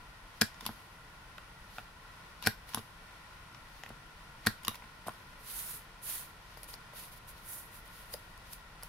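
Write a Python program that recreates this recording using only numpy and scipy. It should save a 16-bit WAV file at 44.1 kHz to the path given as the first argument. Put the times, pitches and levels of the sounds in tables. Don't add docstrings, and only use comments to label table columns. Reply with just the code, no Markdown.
import sys
import numpy as np
from scipy import signal
from scipy.fft import rfft, irfft
from scipy.io import wavfile
from scipy.ndimage import uniform_filter1d

SR = 44100
rng = np.random.default_rng(int(sys.argv[2]) if len(sys.argv) > 2 else 0)


def master_out(mix):
    frames = np.transpose(np.atleast_2d(mix))
    ceiling = np.clip(frames, -1, 1)
    pcm = np.round(ceiling * 32767).astype(np.int16)
    wavfile.write(sys.argv[1], SR, pcm)


def nominal_scale(level):
    x = np.asarray(level, float) / 20
    return 10 ** x


N = 391608


def rms_one(x):
    return x / np.sqrt(np.mean(x ** 2) + 1e-20)


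def at_hz(points, hz):
    curve_hz, value = np.array(points).T
    return np.interp(np.log(hz), np.log(curve_hz), value)


def drift(rate_hz):
    r = np.exp(-80 * np.pi * rate_hz / SR)
    slow = signal.lfilter([1], [1, -2 * r, r * r], rng.standard_normal(N // 40 + 2002))[2000:]
    return np.interp(np.arange(N) / 40, np.arange(len(slow)), rms_one(slow))


# pitch_hz, likeness (1 = the same)
LIKENESS = [(60, 0.98), (130, 0.98), (290, 0.89), (640, 0.54), (1410, 0.36), (3100, -0.016), (6820, 0.041),
            (15000, 0.073)]


def coloured(white, spectrum, peaks=()):
    hz = np.maximum(np.fft.rfftfreq(N, 1 / SR), 1)
    db = at_hz(spectrum, hz)
    for peak_hz, width_hz, top_db in peaks:
        db = db + top_db / (1 + (2 * (hz - peak_hz) / width_hz) ** 2)
    alike = np.clip(at_hz(LIKENESS, hz), 0, 1)
    mid, side = rfft(white) * nominal_scale(db)
    return rms_one(irfft(np.sqrt(1 + alike) * mid + np.sqrt(1 - alike) * side * [[1], [-1]], N))


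def ring(modes, lean_db, detune, turn):
    hz, db, t60_s = np.transpose(modes)[:, :, None]
    t = np.arange(round(min(t60_s.max(), 1 / 6) * SR)) / SR
    sines = np.sin(2 * np.pi * hz * detune * t + turn * [[[1]], [[-1]]])
    sines *= nominal_scale(db - 60 * t / t60_s)
    sines *= 1 - np.exp(-t * hz / 0.31)
    flip = (-1) ** np.arange(len(hz))[:, None]
    sines *= np.where(hz > 2700, flip, 1)
    return np.sum(nominal_scale(lean_db)[:, :, None] * sines, axis=1)


GRIT_REACH_DB = (-9, 5, 3.5, 6)
SHELL_DB, PORT_TURN_RAD = 3.5, 0.9


def contacts(events, bodies, grit_db, vary_db, slack, unlike=(.12, .25, .62, .9), soft_ms=0):
    out, k = np.zeros((2, N + SR)), np.arange(900)
    push = np.hanning(3 + round(soft_ms * SR / 1000))[1:]
    draw = rng.standard_normal((len(events), 4, 3, 900))
    for (s, db, table_db, blade_db, edge_db, ms), chance in zip(events, draw):
        fade = np.exp(-k / (max(ms, .1) * SR / 1000))
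        levels_db = table_db, SHELL_DB, blade_db, edge_db
        groups = zip(bodies, unlike, GRIT_REACH_DB, levels_db, chance)
        for modes, share, reach_db, body_db, (a, b, c) in groups:
            hail = np.array([a, b]) * np.abs(c) * nominal_scale(grit_db + reach_db) * fade
            hail[0, 0] = -1
            hail = signal.lfilter(push, 1, hail)
            m = len(modes)
            lean_db = vary_db * a[-m:] + 1.5 * share * b[-m:] * [[1], [-1]]
            turn = PORT_TURN_RAD * share ** 2 * a[-2 * m:-m, None]
            body = ring(modes, lean_db, 1 + slack * c[-m:, None], turn)
            body = signal.sosfilt(signal.butter(2, .75 * modes[0][0], "high", fs=SR, output="sos"), body)
            sound = signal.fftconvolve(hail[0] + share * hail[1] * [[1], [-1]], body, axes=1)
            peak = np.abs(sound).max(axis=1).mean()
            start = round(s * SR)
            out[:, start:start + sound.shape[1]] += nominal_scale(db + body_db) / peak * sound
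    return out[:, :N]


def lasting(rows, ms):
    return [(*row, ms) for row in rows]


def staged(events, stages):
    rows = []
    for s, extra_db, *levels in events:
        for db, (after_ms, weight_db, blade_db, edge_db, ms) in zip(levels, stages):
            rows.append((s + after_ms / 1000, db, weight_db, blade_db, edge_db + extra_db, ms))
    return rows


def strokes(rows, roundness, pan_db, pan_db_per_s=0):
    out, t = np.zeros((2, 2, N)), np.arange(N) / SR
    for s, db, rise_s, fall_s, grain_db in rows:
        near = slice(max(round((s - 3 * rise_s) * SR), 0), round((s + 3 * fall_s) * SR))
        u = t[near] - s
        level_db = db - 20 * np.abs(u / np.where(u < 0, rise_s, fall_s)) ** roundness
        gain = nominal_scale(level_db + (pan_db + pan_db_per_s * u) * [[.5], [-.5]])
        out[:, :, near] += [gain, gain * nominal_scale(grain_db)]
    return out


# pitch_hz, width_hz, level_db
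RUMBLE = [(8.8, -42), (15, -9.5), (43, -1), (65, -11.5), (112, -10.5), (173, -11.5), (238, -19.5),
          (258, -21), (362, -20.5), (399, -29), (432, -18.5), (516, -21), (700, -23), (910, -18.5),
          (1540, -120)]
FAN = [(350, -51), (600, -8.5), (858, -9.5), (894, -4.5), (1030, 1), (1210, -9), (1390, -3), (1590, -12),
       (1930, -8), (2120, -8.5), (2240, -7.5), (5560, -16.5), (7110, -23.5), (10500, -20), (15750, -31.5),
       (15950, -62)]
FAN_PEAKS = [(1060, 600, 0), (1452, 240, 6.5), (1895, 245, 6.5), (2140, 55, -7.5)]


def fan():
    air = coloured(rng.standard_normal((2, N)), FAN, FAN_PEAKS) * nominal_scale(-55 + .5 * drift(3.3))
    return air + coloured(rng.standard_normal((2, N)), RUMBLE) * nominal_scale(-57)


# fastest_s, hiss_db, rise_s, fall_s, grain_db (re hiss)
SCUFFS = [(.401, -66.5, 0.17, 0.018, 6.5), (.653, -60, 0.087, .02, 6), (.666, -45, 0.0083, 0.028, 4.5),
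          (.712, -64, .03, 0.37, 1), (1.778, -59, 0.14, 0.087, 3), (2.422, -76, 0.21, .02, 10),
          (2.441, -51, 0.018, 0.0049, 10), (2.692, -58.5, 0.03, .15, 2), (2.788, -59, 0.1, 0.011, 7),
          (2.806, -68, .02, 0.22, -12), (3.777, -67.5, 0.22, .27, 5.5), (4.454, -67, 0.08, .005, 9),
          (4.671, -56, 0.046, 0.08, 0), (4.753, -60, .08, 0.039, -6), (4.8, -72, .03, .36, -14),
          (5.072, -46, 0.0093, 0.022, -1), (5.11, -67, .02, 0.48, 2.2)]


def scuffs():
    return strokes(SCUFFS, roundness=0.99, pan_db=-1)


# start_s, level_db, blade_db, edge_db, length_ms
CUTS = [
    (0.4100, -39, -2, 2, 1.5),
    (0.4130, -26, 11, 5, 0.8),
    (0.4145, -26, 11, 6, 1.6),
    (2.4455, -42, 2, -7, 6.3),
    (2.4512, -40, 5, -5, 10),
    (2.4606, -34, 7, 3, 3),
    (2.4648, -30, 7, 5, 1.5),
    (4.4608, -41, 2, 0, 2.2),
    (4.4635, -28, 3, 4, 3.5),
]
# pitch_hz, level_db, t60_s
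TABLE = [(108, -1, 0.083), (156, -5, 0.05), (222, 5, 0.05), (294, -5, 0.04), (425, -3, 0.035),
         (560, 7, 0.005)]
BITING = [(820, -6.5, 0.015), (1160, -16, 0.0041), (1450, -3, 0.013), (1790, 4.5, 0.0071),
          (2310, 2.5, 0.0077), (2770, -3, 0.002)]
BLADE = [(2980, -4.5, 0.003), (3300, -6, 0.0051), (3960, -2, 0.0043), (4410, -7.5, 0.0091),
         (4590, -4, 0.009), (4900, 0.5, 0.0034), (5080, -6, 0.0068), (5570, -7, 0.0038),
         (7120, -15.5, 0.0097), (7430, -9.5, 0.0026)]
EDGE = [(8540, 6, 0.002), (9720, 3, 0.0055), (10800, 5, 0.0032), (12000, 6.5, 0.0023), (13200, 3, 0.0033),
        (14800, -3.5, 0.0021), (15200, -4, 0.0015)]


def cuts():
    table_db = -8
    rows = [(s, db, table_db, *rest) for s, db, *rest in CUTS]
    return contacts(rows, (TABLE, BITING, BLADE, EDGE), -8, vary_db=1.5, slack=.02)


# start_s, extra_edge_db, stop_db, rebound_db, second_rebound_db
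SNAPS = [
    (.4186, 2.5, -15, -30, -36),
    (2.4713, 6, -14, -30, -36),
    (4.4695, 4, -14, -31, -35),
]
# after_ms, weight_db (on the table), blade_db, edge_db, length_ms
SNAP_STAGES = [
    (0, -7, -4, -5, 0.5),
    (1.6, -4, 8, 6, 1.7),
    (9.3, -8, -2, -4, 4),
]
# pitch_hz, level_db, t60_s
SHELL = [(797, -12, 0.027), (1145, -6, 0.01), (1330, -25, 0.026), (1494, -13, 0.048), (1592, 3, 0.014),
         (1700, -19, 0.016), (1853, -20, 0.075), (2100, -14, 0.0074), (2360, -17, 0.044)]


def snaps():
    return contacts(staged(SNAPS, SNAP_STAGES), (TABLE, SHELL, BLADE, EDGE), -15,
                    vary_db=.6, slack=.004, unlike=(.12, .25, .45, .8))


# start_s, level_db, weight_db, blade_db, edge_db
TAPS = [(.5434, -55, -14, 9, -24), (.6079, -41, -27, 5.5, 2), (.626, -52, 5, -8, -12),
        (2.4246, -43, -19, 8, 6), (2.6902, -47.5, -4, -1, 6), (2.7804, -43, 1, 6, -3),
        (2.7915, -49.5, 10, 8, 3), (3.546, -48, -18, 4.5, -13), (3.8906, -53.5, -1, 8, 9),
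        (4.4525, -41, -17, -4, -17), (4.6329, -53, -8, 6, 10), (4.6485, -43, -21, 12.5, 9.5),
        (4.674, -56, -22, -3, -5), (4.6915, -45, -2, 3, 8), (4.714, -49, 1, -1.2, -2.2),
        (4.7444, -41.5, -26, -1, -9), (4.7549, -47, -28, 8, 5), (4.8217, -45, -18, -17, -22),
        (4.8398, -47, -6, -17, -12), (5.073, -49, -19, 3, 10), (5.0919, -37.5, -27, -8, -8)]
# pitch_hz, level_db, t60_s
LOOSE = [(1070, 16, 0.011), (1490, 15, 0.0042), (1670, -22, 0.0032), (1960, 11, 0.0058), (2440, -6, 0.011)]
LEVER = [(2900, -1, .005), (3600, 0, .006), (4200, -3, .004), (4900, -2, .004), (5600, -3, .004),
         (6600, -7, .003), (7500, -7, .003)]


def taps():
    return contacts(lasting(TAPS, ms=2.7), (TABLE, LOOSE, LEVER, EDGE), -13, vary_db=1.5, slack=.03)


# start_s, extra_edge_db, slack_db, catch_db, rebound_db
RELEASES = [
    (.6632, 0.5, -40, -30.5, -54),
    (2.7455, 1.5, -41.5, -29, -45),
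    (4.6806, 0.5, -40, -24.5, -44),
]
# after_ms, weight_db, blade_db, edge_db, length_ms
RELEASE_STAGES = [
    (-10, -15, 3, -4, 3),
    (.3, -9, 6, 8, 1.5),
    (9, -6, 3, 4, 5),
]
# pitch_hz, level_db, t60_s
SPRUNG = [(1090, 3, 0.0086), (1440, 0.5, 0.0054), (1760, -4, 0.0035), (2050, -8, 0.0066),
          (2510, -11.5, 0.008)]
CATCH = [(9200, 2, 0.0023), (10830, 4, 0.0049), (12660, 3.5, 0.0019), (11250, -4, 0.0028),
         (13400, -16, 0.0015), (14700, -5, 0.0018), (15700, -18, 0.0015)]


def releases():
    return contacts(staged(RELEASES, RELEASE_STAGES), (TABLE, SPRUNG, LEVER, CATCH), -17, vary_db=1.0, slack=.02)


# start_s, level_db, weight_db, blade_db, edge_db
THUDS = [
    (.6913, -31.5, -3.5, -30, -25),
    (2.7733, -29, -4.5, -30, -25),
    (3.904, -38, -4.5, -22, -20),
    (5.0668, -36.5, -4, -20, -20),
    (5.0772, -44, -1, -20, -20),
    (5.0806, -35, -14, -20, -20),
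    (5.0833, -26, -13.5, -20, -6.5),
]
# pitch_hz, level_db, t60_s
BASE = [(500, -3, 0.007), (740, -1, 0.011), (960, 0, 0.009), (1180, -6, 0.01), (1400, -9, .012)]


def thuds():
    return contacts(lasting(THUDS, ms=.3), (TABLE, BASE, BLADE, EDGE), -20,
                    vary_db=1.0, slack=.03, soft_ms=0.6)


# start_s, level_db, weight_db, blade_db, edge_db
TICKS = [
    (1.3813, -40.5, -26, 0, -6),
    (3.8359, -34.5, -31, -0.5, -13),
    (3.8627, -36.5, -18, -12, -12),
]
# pitch_hz, level_db, t60_s
CORNER = [(795, -4.5, 0.01), (1480, -5, 0.0045), (1930, 3.5, 0.0078), (2460, -2, 0.0086)]


def ticks():
    return contacts(lasting(TICKS, ms=.35), (TABLE, CORNER, LEVER, EDGE), -16, vary_db=1.0, slack=.02)


# start_s, level_db, weight_db, blade_db, edge_db
NUDGES = [
    (1.3832, -40, -26, -12, -20),
    (1.7836, -33, -18, -5, -25),
    (1.7918, -43, -9, -15, -20),
]
# pitch_hz, level_db, t60_s
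MOUTH = [(780, -3.5, 0.014), (1390, -2.5, 0.014), (1490, -11, 0.0074), (2450, -3, 0.0063)]


def nudges():
    return contacts(lasting(NUDGES, ms=.35), (TABLE, MOUTH, LEVER, EDGE), -16, vary_db=1.0, slack=.02)


# fastest_s, hiss_db, rise_s, fall_s, grain_db
SLIPS = [(5.4, -63, .02, 0.1, -3), (5.9, -77, 0.11, 0.2, 10), (6.3, -74, 0.036, .3, -1.2),
         (6.55, -65, 0.31, .03, 5), (6.574, -51.5, .004, .05, -4), (6.643, -46, 0.018, 0.0099, -4),
         (6.78, -69, .04, 0.19, 5), (7.38, -59, 0.24, 0.12, 0), (7.86, -58, 0.077, .1, -7),
         (8.139, -37, 0.028, 0.02, -8), (8.19, -61, .04, 0.32, -5), (8.533, -40, 0.024, 0.027, -9),
         (8.47, -68, 0.055, .05, 11), (8.838, -48, 0.019, 0.064, -9)]


def slips():
    return strokes(SLIPS, roundness=0.5, pan_db=2)


# fastest_s, hiss_db, rise_s, fall_s, grain_db
SWEEPS = [
    (5.49, -57, 0.061, 0.076, 1.5),
    (5.58, -42, 0.14, 0.16, -12),
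    (5.71, -45.5, 0.072, 0.12, -13.5),
    (6.04, -49, 0.021, 0.043, -18),
    (6.11, -38.5, 0.074, 0.16, -10),
    (7.53, -44.5, 0.095, 0.15, -17),
]


def sweeps():
    return strokes(SWEEPS, roundness=2.1, pan_db=-1.5, pan_db_per_s=11)


# start_s, level_db, weight_db, blade_db, edge_db
FLICKS = [(6.5721, -46.5, 3, -2, -5), (6.632, -45.5, -1, 4, 13), (6.6875, -46, -2.5, -12, -5),
          (6.7372, -49.5, -7, 7, -3), (6.7398, -48, 0, 14, 3), (6.9344, -49, 6, -8, -1),
          (7.8776, -55, -17, -12, 11), (8.1268, -58, -10.5, 2, 13), (8.1388, -42.5, 2, 10.5, 8),
          (8.1425, -52, 13, -6, -8), (8.1444, -50, 15, -10, -5), (8.3764, -55, -10.5, 4, 7),
          (8.5325, -55, -2, 12, 21), (8.8265, -43.5, -6, -1, -1), (8.8327, -46.5, -3, 7, 16)]
# pitch_hz, level_db, t60_s
SHEET = [(500, -6, 0.025), (600, 0, 0.024), (770, -2, 0.014)]
CREASE = [(3180, -9, .004), (4020, -5, 0.005), (4700, 1, 0.011), (5500, -3, 0.008), (6600, -8, 0.004),
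          (7400, -7, 0.0025)]


def flicks():
    return contacts(lasting(FLICKS, ms=1), (SHEET, LOOSE, CREASE, EDGE), -13, vary_db=1.5, slack=.015)


# fastest_s, hiss_db, rise_s, fall_s, grain_db
WIPES = [
    (6.695, -49.5, 0.022, 0.031, -8),
    (6.735, -52.5, 0.019, .025, -4),
    (6.98, -50.5, 0.047, 0.14, -5.5),
    (7.13, -55, 0.016, 0.026, -6),
    (7.175, -58.5, 0.023, 0.016, -6),
    (7.29, -53, 0.019, 0.042, -13),
    (7.76, -55.5, 0.052, 0.055, -7.5),
    (7.97, -58.5, 0.084, 0.12, -3.5),
]


def wipes():
    return strokes(WIPES, roundness=2.8, pan_db=-0.5)


def grains(spread_db):
    return rng.standard_normal((2, N)) * nominal_scale(spread_db * np.minimum(rng.exponential(1, N), 5))


# pitch_hz, level_db (per Hz)
RUB_HIGH = [(4120, -22.5), (7000, -12.5), (7630, -15), (9690, -5), (10200, -3), (13600, -6), (15700, -12),
            (16200, -49)]
RUB_LOW = [(700, -13.5), (1500, -6.5), (2500, -4), (4500, -3), (6500, -10.5), (8000, -21), (9500, -45)]
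JUDDER_HZ, JUDDER_DB, JUDDER_START_S, JUDDER_END_S = 39, -0.5, 5.5, 6.3


def rubbing():
    hiss, low = uniform_filter1d(scuffs() + slips() + sweeps() + wipes(), size=120)
    t = np.arange(N) / SR - JUDDER_START_S
    dragging = (t > 0) & (t < JUDDER_END_S - JUDDER_START_S)
    judder_db = JUDDER_DB * np.cos(2 * np.pi * JUDDER_HZ * t) * dragging
    flicker = nominal_scale(0.78 * drift(29) + 0.5 * drift(230) + judder_db)
    return flicker * (low * coloured(grains(1.5), RUB_LOW) + hiss * coloured(grains(1.0), RUB_HIGH))


# pitch_hz, t60_s
ROOM = [(300, 0.11), (1500, 0.18), (4000, 0.21), (11000, 0.2)]
ROOM_DB, WALL_MS = -11.5, 4.9


def room(x):
    t = np.arange(SR // 3) / SR
    edges_hz = [60, 700, 2600, 6500, 17000]
    tail = np.zeros((2, len(t)))
    for low, high, (_, t60_s) in zip(edges_hz, edges_hz[1:], ROOM):
        band = signal.butter(2, [low, high], "band", fs=SR, output="sos")
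        tail += signal.sosfilt(band, rng.standard_normal((2, len(t)))) * nominal_scale(-60 * t / t60_s)
    tail[1] = 0.11 * tail[0] + 1.27 * tail[1]
    tail /= np.sqrt(np.sum(tail ** 2) / 2)
    tail = np.pad(tail, ((0, 0), (round(WALL_MS * SR / 1000), 0)))
    return nominal_scale(ROOM_DB) * signal.fftconvolve(x.mean(axis=0, keepdims=True), tail)[:, :N]


def scene():
    near = cuts() + snaps() + taps() + releases() + thuds() + ticks() + nudges() + flicks()
    near[1] = np.roll(near[1], 1)
    return near + room(near) + rubbing() + fan()


# pitch_hz, level_db
PORT_BALANCE = [(60, 1.5), (300, 0.5), (700, 1.5), (1400, 0), (3000, 2.5), (6000, 3), (9000, -2),
                (15000, -2.5)]


def ports(x):
    lean_db = at_hz(PORT_BALANCE, np.maximum(np.fft.rfftfreq(N, 1 / SR), 1))
    return irfft(rfft(x) * nominal_scale(lean_db * [[.5], [-.5]]), N)


def band_limit(x):
    return signal.sosfilt(signal.butter(12, 17150, fs=SR, output="sos"), x)


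def record(dry):
    top_cut = signal.cheby2(10, 50, 17200, fs=SR, output="sos")
    return band_limit(signal.sosfilt(top_cut, ports(dry)))


dry = scene()
out = record(dry)
master_out(out)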